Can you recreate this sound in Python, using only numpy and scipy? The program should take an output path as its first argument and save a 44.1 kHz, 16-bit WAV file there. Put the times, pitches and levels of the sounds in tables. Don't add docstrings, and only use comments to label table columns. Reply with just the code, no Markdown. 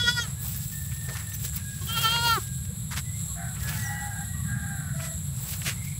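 import sys
import numpy as np
from scipy import signal
from scipy.fft import rfft, irfft
from scipy.io import wavfile

SR = 44100
rng = np.random.default_rng(int(sys.argv[2]) if len(sys.argv) > 2 else 0)


def wav_record(signal):
    frames = np.transpose(np.atleast_2d(signal))
    bounded = np.clip(frames, -1, 1)
    quanta = np.round(bounded * 32767).astype(np.int16)
    wavfile.write(sys.argv[1], SR, quanta)


def natural_amplitude(level_db):
    exponent = np.asarray(level_db, float) / 20
    return 10 ** exponent


N = 264159
T = np.arange(N) / SR

# (t/s, effort level/dB, mouth opening [0-1], tongue brightness level/dB)
BLEATS = [
    [(0, -27, 0.8, -3), (.03, -25.5, 0.97, -4), (.088, -21, 1, -5), (.113, -15.5, 0.66, -17.5),
     (.187, -18.5, 0.84, -21), (.222, -43, 0.8, 13), (.24, -34.5, .65, -9), (.258, -34.5, .6, -18)],
    [(1.81, -27.5, 0.1, -17), (1.86, -59, 0.2, -9), (1.875, -43, .3, 0)],
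    [(1.876, -47, .5, 7), (1.908, -34, 0.98, -1), (1.976, -18, 1, -8.5), (2.065, -21.5, 0.82, -6.5),
     (2.16, -21, 0.29, -3.5), (2.22, -23, 0.3, -13.5), (2.275, -16, 0.26, -9), (2.32, -19.5, 0.8, -13),
     (2.38, -25, 0.77, -32)],
]
# (t/s, f/Hz)
BLEAT_PITCH = [
    [(0, 486), (.065, 475), (.115, 488), (.165, 485), (.195, 473), (.222, 472), (.255, 432), (.29, 395)],
    [(1.81, 355), (1.865, 372)],
    [(1.886, 449), (2.078, 448), (2.158, 472), (2.19, 463), (2.24, 473), (2.33, 457), (2.352, 438),
     (2.395, 345), (2.43, 330)],
]
# (mouth f/Hz, throat f/Hz, nose f/Hz, nose level/dB, top level re nose/dB)
TRACT = [
    (1610, 3450, 4880, -10.5, 2.5),
    (1157, 3280, 4200, -17, -6),
    (1410, 3070, 4300, -13.5, -7.5),
]
WIDTHS_HZ = [220, 580, 470, 1040]
# (t/s, length/s, depth level/dB)
TREMBLE = [(0.042, 0.043, 16.5), (0.14, 0.057, 24), (1.94, 0.047, 20), (2.009, 0.049, 27),
           (2.105, 0.025, 13)]
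# (t/s, length/s, rise [share])
LIFTS = [(1.948, .035, .04), (2.01, .04, .05)]
CHEST_HZ, GRUNT_HZ, TOP_HZ, SHIMMER_DB = 940, 365, 6400, 1.6
TRACT_FOLLOWS, HELD_SHARE = 0.97, 0.99
SHUT_MOUTH_DB, OPEN_CHEST_DB, CHEST_DB, NOSE_FOLLOWS, TOP_FOLLOWS = 19.5, 41.5, -2.5, 0.21, 0.84
SINK_DULLS_DB = 69
TOP_OPENS_DB = 12
TAIL_S, TAIL_DB_PER_S = 0.032, 1300


def goat():
    out, jitter, breath = np.zeros(N), drift(22), rng.standard_normal(N)
    shimmer = [drift(38) for _ in range(4)]
    shut_db = swells(TREMBLE)
    lift = 1 + swells(LIFTS)
    for rows, tune, (*tract_hz, nose_db, top_db) in zip(BLEATS, BLEAT_PITCH, TRACT):
        span, edges = span_of(rows[0][0], rows[-1][0] + TAIL_S, 0.018)
        t = T[span]
        effort_db, opening, tongue_db = in_time(rows, t)
        effort_db = effort_db - TAIL_DB_PER_S * np.maximum(t - rows[-1][0], 0)
        opening = np.clip(opening, 0, 1)
        held = in_time(tune, t)[0]
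        pitch = held * lift[span]
        turns = np.cumsum(pitch * (1 + 0.003 * jitter[span])) / SR

        sink = np.minimum(held / (HELD_SHARE * np.median(held)), 1) ** TRACT_FOLLOWS
        centres = [CHEST_HZ] + [hz * sink for hz in tract_hz]
        dulled_db = SINK_DULLS_DB * (1 - sink)
        levels_db = effort_db + np.array([
            CHEST_DB - OPEN_CHEST_DB * opening - dulled_db,
            -SHUT_MOUTH_DB * (1 - opening),
            tongue_db,
            nose_db + NOSE_FOLLOWS * tongue_db - dulled_db])
        levels = natural_amplitude(levels_db - np.outer([0.41, 0.95, 0.069, 0.54], shut_db[span]))
        chest, mouth, throat, nose = levels
        opens_db = TOP_OPENS_DB * np.linspace(-0.5, 0.5, len(pitch))
        top = nose * natural_amplitude(top_db + TOP_FOLLOWS * tongue_db + opens_db)

        broken = (0.14 * chest + 0.03 * mouth + 0.035 * throat) * natural_amplitude(6 * shimmer[0][span])
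        grunt = 2.4 * mouth * peak(pitch, GRUNT_HZ, 36) ** 2
        voice = (grunt + broken) * np.sin(2 * np.pi * turns)
        voice += (0.21 * chest + 0.033 * mouth) * rms_one(band(breath[span], 120, 900))
        for k in range(2, 18):
            hz = k * pitch
            gain = sum(g * peak(hz, centre, width) ** 1.28
                       for g, centre, width in zip(levels, centres, WIDTHS_HZ))
            gain += top * peak(hz, TOP_HZ, 860) ** 2
            gain += 0.054 * mouth * peak(hz, 2100, 370) ** 2
            harmonic = np.sin(2 * np.pi * k * turns + 0.27 * k * k)
            voice += 1.56 * gain * natural_amplitude(SHIMMER_DB * shimmer[k % 4][span]) * harmonic

        puffs = breath[span] * (1 + 0.41 * np.sin(2 * np.pi * turns))
        for g, centre, width in zip(levels, centres, WIDTHS_HZ):
            middle = np.mean(centre)
            voice += natural_amplitude(-24.5) * g * rms_one(band(puffs, middle - width, middle + width, order=1))
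        out[span] += voice * edges
    return echoes(out, wet_db=-20)


# (t/s, length/s, first partial level/dB, hoarse upper band level/dB)
CROW = [(3.368, 0.14, -52.5, -41), (3.618, 0.182, -51, -41), (3.816, 0.454, -45.5, -42),
        (4.44, 0.52, -56, -40.5), (4.934, 0.19, -43.5, -43), (3.355, 0.097, -52, -44),
        (3.62, 0.79, -60.5, -53), (4.444, 0.49, -63, -56)]
# (top f/Hz, end f/Hz, hoarseness [1])
CROW_PITCH = [(780, 735, .8), (868, 862, .6), (822, 800, 1), (826, 735, .6), (668, 640, .4), (700, 680, .6),
              (725, 745, 2), (715, 680, 1.5)]
BEAK_HZ, BEAK_WIDTH_HZ = 1700, 730
SCOOP_SHARE, SCOOP_S = 0.04, 0.03
CROW_ATTACK, CROW_RELEASE, CROW_FADE_DB = 0.095, 0.12, 4.5


def near_roosters():
    out = np.zeros(N)
    rasp = rms_one(band(rng.standard_normal(N), 1334, 1920, order=4))
    murmur = drift(51)
    waver, flicker, flicker_high = drift(57), drift(23.4), drift(32)
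    for (s, length, first_db, upper_db), (top_hz, end_hz, hoarse) in zip(CROW, CROW_PITCH):
        span, along, shape = syllable(s, length, CROW_ATTACK, CROW_RELEASE, CROW_FADE_DB)
        scoop = 1 - SCOOP_SHARE * np.exp(-along * length / SCOOP_S)
        pitch = (top_hz + (end_hz - top_hz) * along ** 1.5) * scoop
        turns = np.cumsum(pitch * (1 + 0.012 * hoarse * (waver + flicker)[span])) / SR
        unsteady = natural_amplitude(2.2 * flicker[span]) + 0.7 * hoarse * murmur[span]
        first = unsteady * np.sin(2 * np.pi * turns)
        upper = sum(peak(k * pitch, BEAK_HZ, BEAK_WIDTH_HZ) ** 2 * np.sin(2 * np.pi * k * turns)
                    for k in (2, 3))
        upper += 0.13 * murmur[span] * np.sin(3 * np.pi * turns)
        upper = 0.84 * natural_amplitude(0.77 * flicker_high[span]) * upper + 0.31 * rasp[span]
        out[span] += shape * (natural_amplitude(first_db) * first + natural_amplitude(upper_db) * upper)
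    return echoes(out, wet_db=5.5)


# (t/s, length/s, level/dB)
FAR_CROWS = [(0.358, 0.072, -60), (0.514, 0.12, -57.5), (.71, 0.73, -56), (1.11, 0.32, -57.5),
             (1.596, 0.4, -47.5), (2.382, .37, -60), (3.03, 0.19, -62.5), (3.601, 0.052, -50),
             (3.777, 0.27, -41.5), (4.03, 0.625, -57), (4.422, 0.16, -55), (5.744, 0.22, -53.5),
             (3.28, 0.047, -59), (4.33, 0.164, -59.5), (1.44, .09, -58)]
# (start f/Hz, end f/Hz, waver [share])
FAR_PITCH = [(1680, 1690, .005), (1695, 1700, .005), (1808, 1795, .009), (1790, 1750, .02),
             (1648, 1628, .002), (1628, 1598, .004), (1970, 2140, .012), (1900, 1910, .008),
             (1930, 1948, .003), (1940, 1915, .012), (1770, 1750, .008), (2050, 2150, .06),
             (1150, 1150, .02), (1180, 1140, .03), (1660, 1650, .006)]
FAR_ATTACK_S, FAR_RELEASE, FAR_FADE_DB = 0.012, 0.33, -2


def far_roosters():
    out = np.zeros(N)
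    blur, waver, flicker = drift(75), drift(57), drift(32)
    for (s, length, level_db), (start_hz, end_hz, unsteady) in zip(FAR_CROWS, FAR_PITCH):
        span, along, shape = syllable(s, length, FAR_ATTACK_S / length, FAR_RELEASE, FAR_FADE_DB)
        pitch = start_hz + (end_hz - start_hz) * along
        turns = np.cumsum(pitch * (1 + unsteady * flicker[span])) / SR
        broken = min(unsteady / 0.006, 1)
        gain = natural_amplitude(3.6 * broken * waver[span]) + 0.68 * broken * blur[span]
        line = np.sin(2 * np.pi * turns) + 0.11 * np.sin(3 * np.pi * turns)
        out[span] += shape * natural_amplitude(level_db) * gain * line
    return echoes(out, wet_db=5.5)


# (peak t/s, rise/s per 20 dB, fall/s per 20 dB, bright swish level/dB, leaf rustle level/dB)
SWISH = [(.1, 0.087, 0.057, -47, -41), (.23, .15, 0.15, -60, -45), (.45, 0.07, 0.73, -31, -45.5),
         (.6, 0.25, 1.0, -34.5, -52), (.94, .1, 0.1, -47, -50), (1.15, 0.19, 0.25, -68, -44),
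         (1.3, 0.046, .04, -36, -59), (1.352, 0.034, 0.036, -29, -45), (1.45, .07, 0.067, -29, -40),
         (1.57, .05, 0.017, -28, -39.5), (2.05, 0.34, 0.17, -29.5, -36.5), (2.29, 0.18, 0.18, -30, -34.5),
         (2.97, 0.054, 0.11, -46, -48), (3.19, 0.14, 0.26, -53, -56), (3.64, .07, .03, -35, -41),
         (3.73, .2, 0.4, -34.5, -41.5), (5.01, 0.083, 0.27, -53, -49.5), (5.44, 0.14, .15, -35, -49),
         (5.518, 0.13, 0.11, -29, -39.5), (5.68, 0.11, 0.1, -39, -36.5), (5.85, 0.049, .17, -41, -47.5)]
STILL_BRIGHT_DB, STILL_DULL_DB = -74, -67


def grass():
    *_, bright_db, dull_db = np.transpose(SWISH)
    bright = rms_one(band(crackle(per_s=4500, spread_db=4.5), 15900, 18100, order=1))
    dull = rms_one(band(crackle(per_s=4000, spread_db=4), 2200, 10700, order=1))
    bright_gain = brushed(bright_db, STILL_BRIGHT_DB) * natural_amplitude(2.5 * drift(40))
    dull_gain = brushed(dull_db, STILL_DULL_DB) * natural_amplitude(0.5 + 2.8 * drift(40))
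    return bright_gain * bright + dull_gain * dull


def brushed(peaks_db, still_db):
    shapes = []
    for (s, rise, fall, *_), db in zip(SWISH, peaks_db):
        shapes.append(np.interp(T, [s - 3 * rise, s, s + 3 * fall], [db - 60, db, db - 60]))
    return natural_amplitude(still_db) + natural_amplitude(np.max(shapes, axis=0))


# (t/s, peak level/dB, centre f/Hz, length/s, treble level/dB)
STEPS = [(0.442, -50, 1170, .03, 0), (1.075, -42.5, 710, 0.047, -16), (1.438, -47.5, 490, 0.023, -20),
         (5.661, -40, 690, 0.024, -18), (0.913, -42.5, 2340, 0.013, -9), (1.085, -36.5, 1580, 0.016, -5),
         (1.151, -36.5, 1510, 0.014, -14), (1.17, -42.5, 1910, 0.055, -19),
         (1.318, -43.5, 2700, 0.0062, -12), (1.449, -48, 2000, .008, -5), (1.525, -50, 1804, 0.032, 4),
         (1.565, -53, 2000, 0.046, 7), (2.16, -29, 1700, 0.006, -20), (2.651, -60.5, 2550, 0.0051, 16),
         (2.909, -35.5, 1660, 0.027, 1.5), (2.962, -37, 1840, 0.024, 7.5), (3.545, -46, 1920, 0.045, -14),
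         (3.674, -47.5, 2390, 0.022, 12.5), (3.71, -42, 2360, 0.035, -1), (4.997, -36.5, 2000, 0.013, -11),
         (5.033, -50.5, 1980, 0.027, 12.5), (5.517, -51, 2490, 0.027, 9), (5.616, -37, 2570, 0.0064, -12),
         (5.654, -32.5, 2320, 0.05, 4.5)]


def footfalls():
    out, grains = np.zeros(N), crackle(per_s=1300, spread_db=4.5)
    for s, level_db, hz, length, treble_db in STEPS:
        length = np.clip(length, 0.003, 0.04)
        t = np.arange(int(7.5 * length * SR)) / SR / length
        i = max(int((s - 0.15 * length) * SR), 0)
        piece = grains[i:i + len(t)]
        body = rms_one(band(piece, hz / 1.72, hz * 1.34))
        treble = rms_one(band(piece, 1600, 6300, order=1))
        shape = (1.67 * t * np.exp(-t * t * 0.84))[:len(piece)]
        out[i:i + len(t)] += natural_amplitude(level_db) * (body + natural_amplitude(treble_db) * treble) * shape
    return out


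# (t/s, start f/Hz, end f/Hz, length/s, level/dB)
CHIPS = [
    (1.31, 5900, 6200, 0.058, -46),
    (3.81, 6500, 5200, 0.091, -38.5),
    (2.685, 440, 490, 0.037, -47.5),
]


def birds():
    out, flutter = np.zeros(N), drift(60)
    for s, start_hz, end_hz, length, level_db in CHIPS:
        n, i = int(length * SR), int(s * SR)
        hz = np.linspace(start_hz, end_hz, n) * (1 + 0.018 * flutter[i - n:i])
        tone = np.sin(2 * np.pi * np.cumsum(hz) / SR)
        out[i:i + n] += natural_amplitude(level_db) * np.hanning(n) * natural_amplitude(5 * flutter[i:i + n]) * tone
    return echoes(out, wet_db=-10)


# (f/Hz, width f/Hz, level/dB)
CICADAS = [(3830, 760, -13.5), (7777, 725, 0), (11080, 840, -4.5), (15540, 900, -15.5)]
# (t/s, length/s, level/dB)
SURGES = [(2.25, 0.37, 2), (3.25, 0.16, 2.5), (4.185, 0.26, 1.5), (5.077, 0.27, 2), (5.6, 0.11, 1)]
# (t/s, length/s, level/dB)
BUZZES = [(.15, 0.11, -45), (1.49, 0.17, -42.5), (3.267, 0.25, -40), (5.16, 0.1, -40.5)]
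BUZZER_HZ, BUZZER_WIDTH_HZ, BUZZES_PER_S = 7550, 450, 177
CHORUS_DB = -43.5


def cicadas():
    hz, white = np.fft.rfftfreq(N, 1 / SR), rfft(rng.standard_normal(N))
    shape = sum(natural_amplitude(level_db) * np.exp(-1.4 * ((hz - centre) / width) ** 2)
                for centre, width, level_db in CICADAS)
    chorus_db = CHORUS_DB + swells(SURGES) + 2.5 + 1.18 * drift(14.4)
    chorus = rms_one(irfft(white * shape, N)) * natural_amplitude(chorus_db)
    turns = np.cumsum(BUZZES_PER_S * (1 + 0.026 * drift(7.3))) / SR
    pulses = np.maximum(np.sin(2 * np.pi * turns), 0)
    half = BUZZER_WIDTH_HZ / 2
    buzz = rms_one(band(pulses * rng.standard_normal(N), BUZZER_HZ - half, BUZZER_HZ + half))
    return chorus + buzz * sum(natural_amplitude(level_db) * swell(s, length) for s, length, level_db in BUZZES)


# (f/Hz, level/dB per Hz)
RUMBLE = [(22, -28), (40, -13), (52, -9.5), (129, 0), (163, -5), (198, -14), (249, -30.5), (420, -72)]
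# (f/Hz, width f/Hz, level/dB)
FIRING = [(71.8, 15, -43), (96.8, 28, -44.5), (146.7, 52, -42.5)]
# (t/s, length/s, rumble gain level/dB, upper edge gain level/dB)
PULLS = [(0, 0.37, 5, 5), (1.886, 0.84, 2.5, 9), (2.907, 0.42, 4.5, 9), (3.741, 0.24, 6.5, 6.5),
         (4.613, 0.97, 6, 13), (5.793, .3, 6, -1)]
RUMBLE_DB, EDGE_DB = -33.5, -13.5


def engine():
    level_db = RUMBLE_DB - 2.5 + swells(PULLS)
    edge_db = EDGE_DB + swells(PULLS, column=3)
    high_pass = signal.butter(1, 70, "high", fs=SR, output="sos")
    rumble = signal.sosfilt(high_pass, coloured(RUMBLE))
    edge = rms_one(band(rumble, 162.6, 350))
    orders = sum(natural_amplitude(db) * rms_one(band(rumble, hz - width / 2, hz + width / 2, order=1))
                 for hz, width, db in FIRING)
    unsteady = rumble * natural_amplitude(1.4 * drift(22))
    return natural_amplitude(level_db - 4.5) * (unsteady + natural_amplitude(edge_db - 1) * edge) + orders


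# (f/Hz, level/dB per Hz)
AIR = [(200, -6.5), (320, 2), (1600, 2.5), (2600, -3), (5500, -12.5), (9300, -11.5), (13300, -10),
       (15600, -4.5)]
# (t/s, length/s, gain level/dB)
GUSTS = [(0.253, .15, 12.5), (0.586, 0.3, 5.5), (1.278, 0.48, 5), (2.08, 0.39, 17.5), (3.718, 0.31, 11),
         (5.615, 0.54, 8)]
AIR_DB, LEAVES_DB = -50.5, -58


def breeze():
    hiss = coloured(AIR)
    murmur = band(hiss, 213, 4800)
    leaves_db = LEAVES_DB + swells(GUSTS) + 1.9 * drift(3.3)
    return natural_amplitude(AIR_DB) * (hiss - murmur) + natural_amplitude(leaves_db) * murmur


# (delay t/s, level/dB)
ECHOES = [(0.01, -9), (.029, -16.5), (0.045, -7), (0.082, -18)]


def echoes(x, wet_db):
    out = x.copy()
    for lag, level_db in ECHOES:
        k = int(lag * SR)
        out[k:] += natural_amplitude(level_db + wet_db) * x[:-k]
    return out


def crackle(per_s, spread_db):
    sizes_db = spread_db * np.minimum(rng.exponential(1, N), 4)
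    sizes = natural_amplitude(sizes_db) * rng.choice([-1, 1], N)
    snaps = sizes * (rng.random(N) < per_s / SR)
    return rms_one(snaps + 0.43 * rng.standard_normal(N))


def coloured(points):
    hz = np.fft.rfftfreq(N, 1 / SR) + 1
    f, level_db = np.transpose(points)
    gain = natural_amplitude(np.interp(np.log(hz), np.log(f), level_db))
    return rms_one(irfft(rfft(rng.standard_normal(N)) * gain, N))


def drift(rate):
    r = np.exp(-40 * np.pi * rate / SR)
    slow = signal.lfilter([1], [1, -2 * r, r * r], rng.standard_normal(N // 20 + 2002))[2000:]
    return np.interp(np.arange(N) / 20, np.arange(len(slow)), rms_one(slow))


def band(x, low_hz, high_hz, order=2):
    edges = [low_hz, min(high_hz, 0.45 * SR)]
    return signal.sosfilt(signal.butter(order, edges, "band", fs=SR, output="sos"), x)


def peak(hz, centre_hz, width_hz):
    return 1 / (1 + (2 * (hz - centre_hz) / width_hz) ** 2)


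def rms_one(x):
    return x / np.sqrt(np.mean(x ** 2) + 1e-20)


def in_time(rows, t=T):
    s, *columns = np.transpose(rows)
    return [np.interp(t, s, c) for c in columns]


def span_of(start, end, fade):
    span = slice(int(start * SR), int(end * SR))
    t = T[span]
    since_start = t - t[0] + (t[0] < 0.005)
    return span, np.clip(np.minimum(since_start, t[-1] - t) / fade, 0, 1)


def swell(s, length):
    return np.interp(T, s + length * np.linspace(-1, 1, 41), np.hanning(41))


def swells(rows, column=2):
    return sum(row[column] * swell(row[0], row[1]) for row in rows)


def syllable(s, length, attack, release, fade_db):
    span = slice(int(s * SR), int((s + length) * SR))
    along = np.clip((T[span] - s) / length, 0, 1)
    shape = np.clip(np.minimum(along / attack, (1 - along) / release), 0, 1)
    return span, along, shape * natural_amplitude(-fade_db * along)


def scene():
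    animals = goat() + near_roosters() + far_roosters() + birds() + cicadas()
    return (animals + grass() + footfalls() + engine() + breeze())[None]


def top_cut(x):
    return signal.sosfilt(signal.butter(12, 17020, fs=SR, output="sos"), x)


def record(dry):
    below_cut = np.fft.rfftfreq(N, 1 / SR) < 15700
    mix = irfft(rfft(dry) * below_cut, N)
    return top_cut(mix)


dry = scene()
out = record(dry)
wav_record(out)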